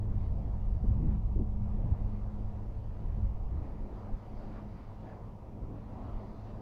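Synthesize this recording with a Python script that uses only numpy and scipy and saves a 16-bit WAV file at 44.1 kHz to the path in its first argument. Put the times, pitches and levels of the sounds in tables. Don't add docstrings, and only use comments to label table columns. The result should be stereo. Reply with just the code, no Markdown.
import sys
import numpy as np
from scipy import signal
from scipy.fft import rfft, irfft, next_fast_len
from scipy.io import wavfile
from scipy.ndimage import uniform_filter1d

SR = 44100
rng = np.random.default_rng(int(sys.argv[2]) if len(sys.argv) > 2 else 0)


def to_wav(s):
    ch = np.atleast_2d(s).T
    pcm = np.round(np.clip(ch, -1, 1) * 32767)
    wavfile.write(sys.argv[1], SR, pcm.astype(np.int16))


N = 291501
TIME = np.arange(N) / SR
FRAME, HOP = 2048, 256
FRAME_TIME = np.arange(-(-N // HOP) + 1) * HOP / SR
BIN_HZ = np.fft.rfftfreq(FRAME, 1 / SR)[:, None]


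# time_s, left_db, right_db
WIND_FORCE = [(0, -30, -35.5), (.22, -25, -43.5), (.6, -28, -32), (.95, -21.5, -33), (1.35, -27.5, -30),
              (1.85, -27.5, -32), (2.15, -33.5, -33.5), (2.55, -34, -37), (2.92, -43, -32.5),
              (3.15, -32.5, -27), (3.55, -32, -30), (3.95, -40, -40.5), (4.8, -44, -45.5),
              (5.3, -49.5, -50.5), (5.75, -43.5, -42.5), (6.6, -46.5, -43)]
# pitch_hz, relative_db
RUMBLE_TONE = [(5, -41.5), (12, -29.5), (20, -16), (32, -15.5), (50, -16.5), (70, -23.5), (100, -30.5),
               (150, -35), (220, -53), (400, -62), (1000, -80), (4000, -130)]

def wind_rumble(moderate_db=-32, db_per_octave=45, steadiness=0.5):
    force_db = np.array([curve(WIND_FORCE, FRAME_TIME, side) for side in (1, 2)])[:, None]
    reach = 2 ** ((force_db - moderate_db) / db_per_octave)
    churn = white_noise() * gain(tone_db(RUMBLE_TONE, BIN_HZ / reach))
    power = uniform_filter1d((abs(churn) ** 2).sum(1, keepdims=True), size=36, axis=2)
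    evening_out = (power / power.mean()) ** (-steadiness / 2)
    return to_sound(churn * gain(force_db) * evening_out)


# peak_s, half_length_s, level_db, pitch_factor, side (0 left, 1 right)
EDDY_HITS = [(0.142, 0.027, -26.5, 0.67, 0), (0.349, 0.017, -32, 0.76, 0), (0.845, 0.009, -36, 1.47, 0),
             (0.904, 0.023, -26.5, 0.8, 0), (1.039, 0.054, -28, 1.04, 0), (1.162, 0.018, -25.5, 0.65, 0),
             (1.366, 0.0049, -16.5, 0.84, 0), (1.403, 0.02, -31, 1.32, 0), (1.864, 0.03, -32.5, 0.9, 0),
             (1.922, 0.0055, -13, 0.47, 0), (3.238, 0.013, -27.5, 0.68, 1), (3.572, 0.044, -24.5, .42, 0),
             (4.134, 0.015, -24, .35, 1), (4.395, 0.066, -28.5, 0.2, 0), (4.887, 0.026, -36, 0.37, 1),
             (5.628, 0.03, -29, 0.28, 0), (5.84, 0.045, -35, 0.27, 1), (6.08, 0.028, -33, 0.32, 0),
             (6.154, 0.021, -27.5, 0.31, 1), (6.528, 0.032, -41, 0.32, 0)]
# pitch_hz, relative_db
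EDDY_TONE = [(20, -36.5), (70, -16.5), (140, -18), (200, -22.5), (300, -34.5), (450, -43.5), (800, -62.5),
             (3000, -120)]

def eddy_thumps():
    out, hz = np.zeros((2, N)), np.fft.rfftfreq(SR, 1 / SR)
    for peak_s, half_length_s, level_db, pitch_factor, side in EDDY_HITS:
        tone = gain(level_db + tone_db(EDDY_TONE, hz / pitch_factor))
        air = irfft(rfft(rng.standard_normal(SR)) * tone) * np.sqrt(SR / 2)
        out[int(side > .5)] += np.resize(air, N) * bell(TIME, peak_s, half_length_s)
    return out


# time_s, pitch_hz, low_hum_db, high_hum_db
GEAR_RUN = [(0, 103, -37, -50), (.5, 103, -45.5, -50), (.9, 102.7, -40, -47.5), (1.85, 103.9, -40, -45),
            (2.5, 104.2, -44, -53.5), (2.8, 104, -40, -57), (3, 104.4, -51.5, -55),
            (3.22, 104.4, -34, -58.5), (3.5, 104.5, -53.5, -57.5), (4.4, 106, -49, -55),
            (5.3, 106.3, -52, -58.5), (6.6, 107.3, -46.5, -56)]

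def gear_hum(pitch_ratio, level_column, flutter_share, flutter_hz):
    swing = np.sqrt(1 - flutter_share ** 2) + flutter_share * flutter(flutter_hz)
    tone = np.exp(2j * np.pi * pitch_ratio * np.cumsum(curve(GEAR_RUN, TIME)) / SR)
    return np.sqrt(2) * gain(curve(GEAR_RUN, TIME, level_column)) * (swing * tone).real


# pitch_hz, width_hz, level_db
TOWER_NOTES = [(36, 8.2, -55), (155.6, 21, -59), (206.1, 12, -58.5), (437, 23, -68), (545.6, 27, -69.5),
               (747.5, 49, -71.5), (949, 77, -70)]

def tower_ring():
    return np.sqrt(2) * sum(gain(db) * (flutter(width_hz) * np.exp(2j * np.pi * hz * TIME)).real
                            for hz, width_hz, db in TOWER_NOTES)


# swish_db, whoosh_db, tip_hiss_db
BLADE_PASSES = [(-61.5, -76, -83), (-61, -74.5, -83), (-59, -71.5, -79.5), (-56.5, -71.5, -79)]

def blade_passes(column, lead_s, attack_s, hold_s, release_s, sag_db_per_s):
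    first_pass_s, period_s = -0.021, 2
    power = 0
    for count, levels_db in enumerate(BLADE_PASSES):
        age_s = FRAME_TIME - (first_pass_s + count * period_s - lead_s)
        swell = np.clip(np.minimum(age_s / attack_s, 1 - (age_s - attack_s - hold_s) / release_s), 0, 1)
        sag_db = sag_db_per_s * np.maximum(age_s - attack_s, 0)
        power += (swell * gain(levels_db[column] - sag_db)) ** 2
    return np.sqrt(power)


# peak_s, half_length_s, whoosh_db, swish_db, tip_hiss_db
GUST_RUSHES = [(0.223, 0.1, -72, -65, -85), (1.113, 0.044, -70.5, -64.5, -85.5),
               (1.708, 0.072, -75.5, -58, -91), (1.984, 0.13, -73.5, -60, -89),
               (3.203, 0.24, -77.5, -61, -86), (3.69, 0.11, -70.5, -60, -86), (4, 0.068, -72, -65, -81),
               (4.444, .05, -73, -53.5, -78), (4.576, 0.043, -65.5, -76, -84), (4.79, 0.077, -68, -80, -86),
               (5.097, 0.039, -66.5, -60, -82), (6.107, .12, -96, -54.5, -93),
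               (6.457, .07, -72, -71, -81.5)]
# pitch_hz, relative_db
SWISH_TONE = [(60, -38.5), (200, -20.5), (420, -27.5), (700, -25), (950, -30), (1250, -36.5), (1500, -50.5),
              (2500, -55.5), (8000, -96)]
WHOOSH_TONE = [(600, -47), (1200, -25.5), (1600, -31), (1950, -31.5), (2400, -37), (3000, -47.5),
               (4000, -49), (8000, -82.5)]
TIP_TONE = [(1500, -42), (2800, -30.5), (3600, -33.5), (4800, -31.5), (5400, -40), (7000, -43),
            (10000, -66.5)]

def blade_power(waver_db=0.75):
    waver = gain(waver_db * np.sqrt(2) * np.interp(FRAME_TIME, TIME, flutter(width_hz=13).real))
    swish = blade_passes(0, lead_s=0.62, attack_s=0.55, hold_s=1.9, release_s=0.32, sag_db_per_s=3)
    whoosh = blade_passes(1, lead_s=0.62, attack_s=0.8, hold_s=0.95, release_s=0.29, sag_db_per_s=1.6)
    tips = blade_passes(2, lead_s=0.64, attack_s=1.01, hold_s=0.8, release_s=0.54, sag_db_per_s=3.5)
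    whoosh_rush, swish_rush, tip_rush = sum(gain(levels_db)[:, None] * bell(FRAME_TIME, peak_s, half_s)
                                            for peak_s, half_s, *levels_db in GUST_RUSHES)
    swish = spectrum(SWISH_TONE) * np.hypot(swish * waver, swish_rush) * pan(left_db=-3.5)
    whoosh = spectrum(WHOOSH_TONE) * np.hypot(whoosh * waver, whoosh_rush) * pan(left_db=-6)
    tips = spectrum(TIP_TONE) * np.hypot(tips * waver, tip_rush) * pan(left_db=0.3)
    return swish ** 2 + whoosh ** 2 + tips ** 2


# peak_s, half_length_s, level_db
WHUMP_HITS = [(3.56, 0.037, -44), (3.928, 0.036, -41.5), (4.111, 0.041, -51), (4.44, 0.18, -48),
              (5.733, 0.031, -42), (6.025, 0.064, -49), (6.352, 0.099, -47.5)]
# pitch_hz, relative_db
WHUMP_TONE = [(60, -40), (180, -31.5), (270, -27.5), (400, -36.5), (800, -56), (1500, -57.5), (4000, -100)]

def whump_power():
    swells = sum(gain(db) * bell(FRAME_TIME, peak_s, half_s) for peak_s, half_s, db in WHUMP_HITS)
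    return (spectrum(WHUMP_TONE) * swells) ** 2


# pitch_hz, level_db_per_hz
ROAR_TONE = [(10, -87), (40, -69), (90, -71), (130, -77.5), (270, -79), (350, -83.5), (500, -86.5),
             (850, -88.5), (1100, -93.5), (1500, -107), (2400, -110), (3500, -117.5), (6000, -130)]

def roar_power():
    return (spectrum(ROAR_TONE) * pan(left_db=-1)) ** 2


# pitch_hz, likeness (1 means the same)
STEREO_LIKENESS = [(100, 1), (300, 0.99), (550, 0.87), (900, 0.56), (1500, 0.22), (2700, 0.3), (6000, 0.11)]

def through_air(power, patchy_db=1.67):
    left, other = white_noise()
    likeness = np.clip(at_pitch(STEREO_LIKENESS, BIN_HZ), -1, 1)
    right = likeness * left + np.sqrt(1 - likeness ** 2) * other
    patches = rng.standard_normal((len(BIN_HZ), len(FRAME_TIME)))
    patches = uniform_filter1d(uniform_filter1d(patches, 20, axis=0), 16, axis=1)
    return to_sound(np.array([left, right]) * np.sqrt(power) * gain(patchy_db * patches / patches.std()))


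def gain(db):
    return 10 ** (np.asarray(db) / 20)


def at_pitch(table, hz):
    pitches, values = np.transpose(table)
    return np.interp(np.log(hz + 1), np.log(pitches + 1), values)


tone_db = at_pitch


def spectrum(table):
    return gain(tone_db(table, BIN_HZ))


def curve(table, time_s, column=1):
    table = np.asarray(table)
    return np.interp(time_s, table[:, 0], table[:, column])


def bell(time_s, peak_s, half_length_s):
    return np.exp(-.5 * ((time_s - peak_s) / half_length_s) ** 2)


def pan(left_db):
    return gain([left_db / 2, -left_db / 2])[:, None, None]


def flutter(width_hz):
    hz = np.fft.fftfreq(next_fast_len(N), 1 / SR)
    phases = np.exp(2j * np.pi * rng.random(len(hz)))
    wobble = np.fft.ifft(phases / (1 + (hz / width_hz) ** 2) ** 2)[:N]
    return wobble / np.sqrt(np.mean(abs(wobble) ** 2))


def white_noise():
    noise = rng.standard_normal((2, N)) * np.sqrt(SR / 2)
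    return signal.stft(noise, nperseg=FRAME, noverlap=FRAME - HOP)[2]


def to_sound(frames):
    return signal.istft(frames, nperseg=FRAME, noverlap=FRAME - HOP)[1][:, :N]


def scene():
    low_hum = gear_hum(pitch_ratio=1, level_column=2, flutter_share=0.39, flutter_hz=19)
    high_hum = gear_hum(pitch_ratio=1.988, level_column=3, flutter_share=0.56, flutter_hz=11)
    machinery = low_hum + high_hum + tower_ring()
    distant = through_air(blade_power() + whump_power() + roar_power())
    return wind_rumble() + eddy_thumps() + machinery + distant


# pitch_hz, level_db_per_hz
HISS_TONE = [(100, -112), (2500, -116), (3800, -121), (5000, -118), (5900, -117), (6800, -122),
             (8500, -126), (15500, -128)]

def record(dry, cutoff_hz=15750):
    noisy = dry + to_sound(white_noise() * spectrum(HISS_TONE))
    treble_cut = signal.firwin(511, cutoff_hz, window=("kaiser", 9), fs=SR)
    return signal.oaconvolve(noisy, treble_cut[None], "same")


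dry = scene()
out = record(dry)
to_wav(out)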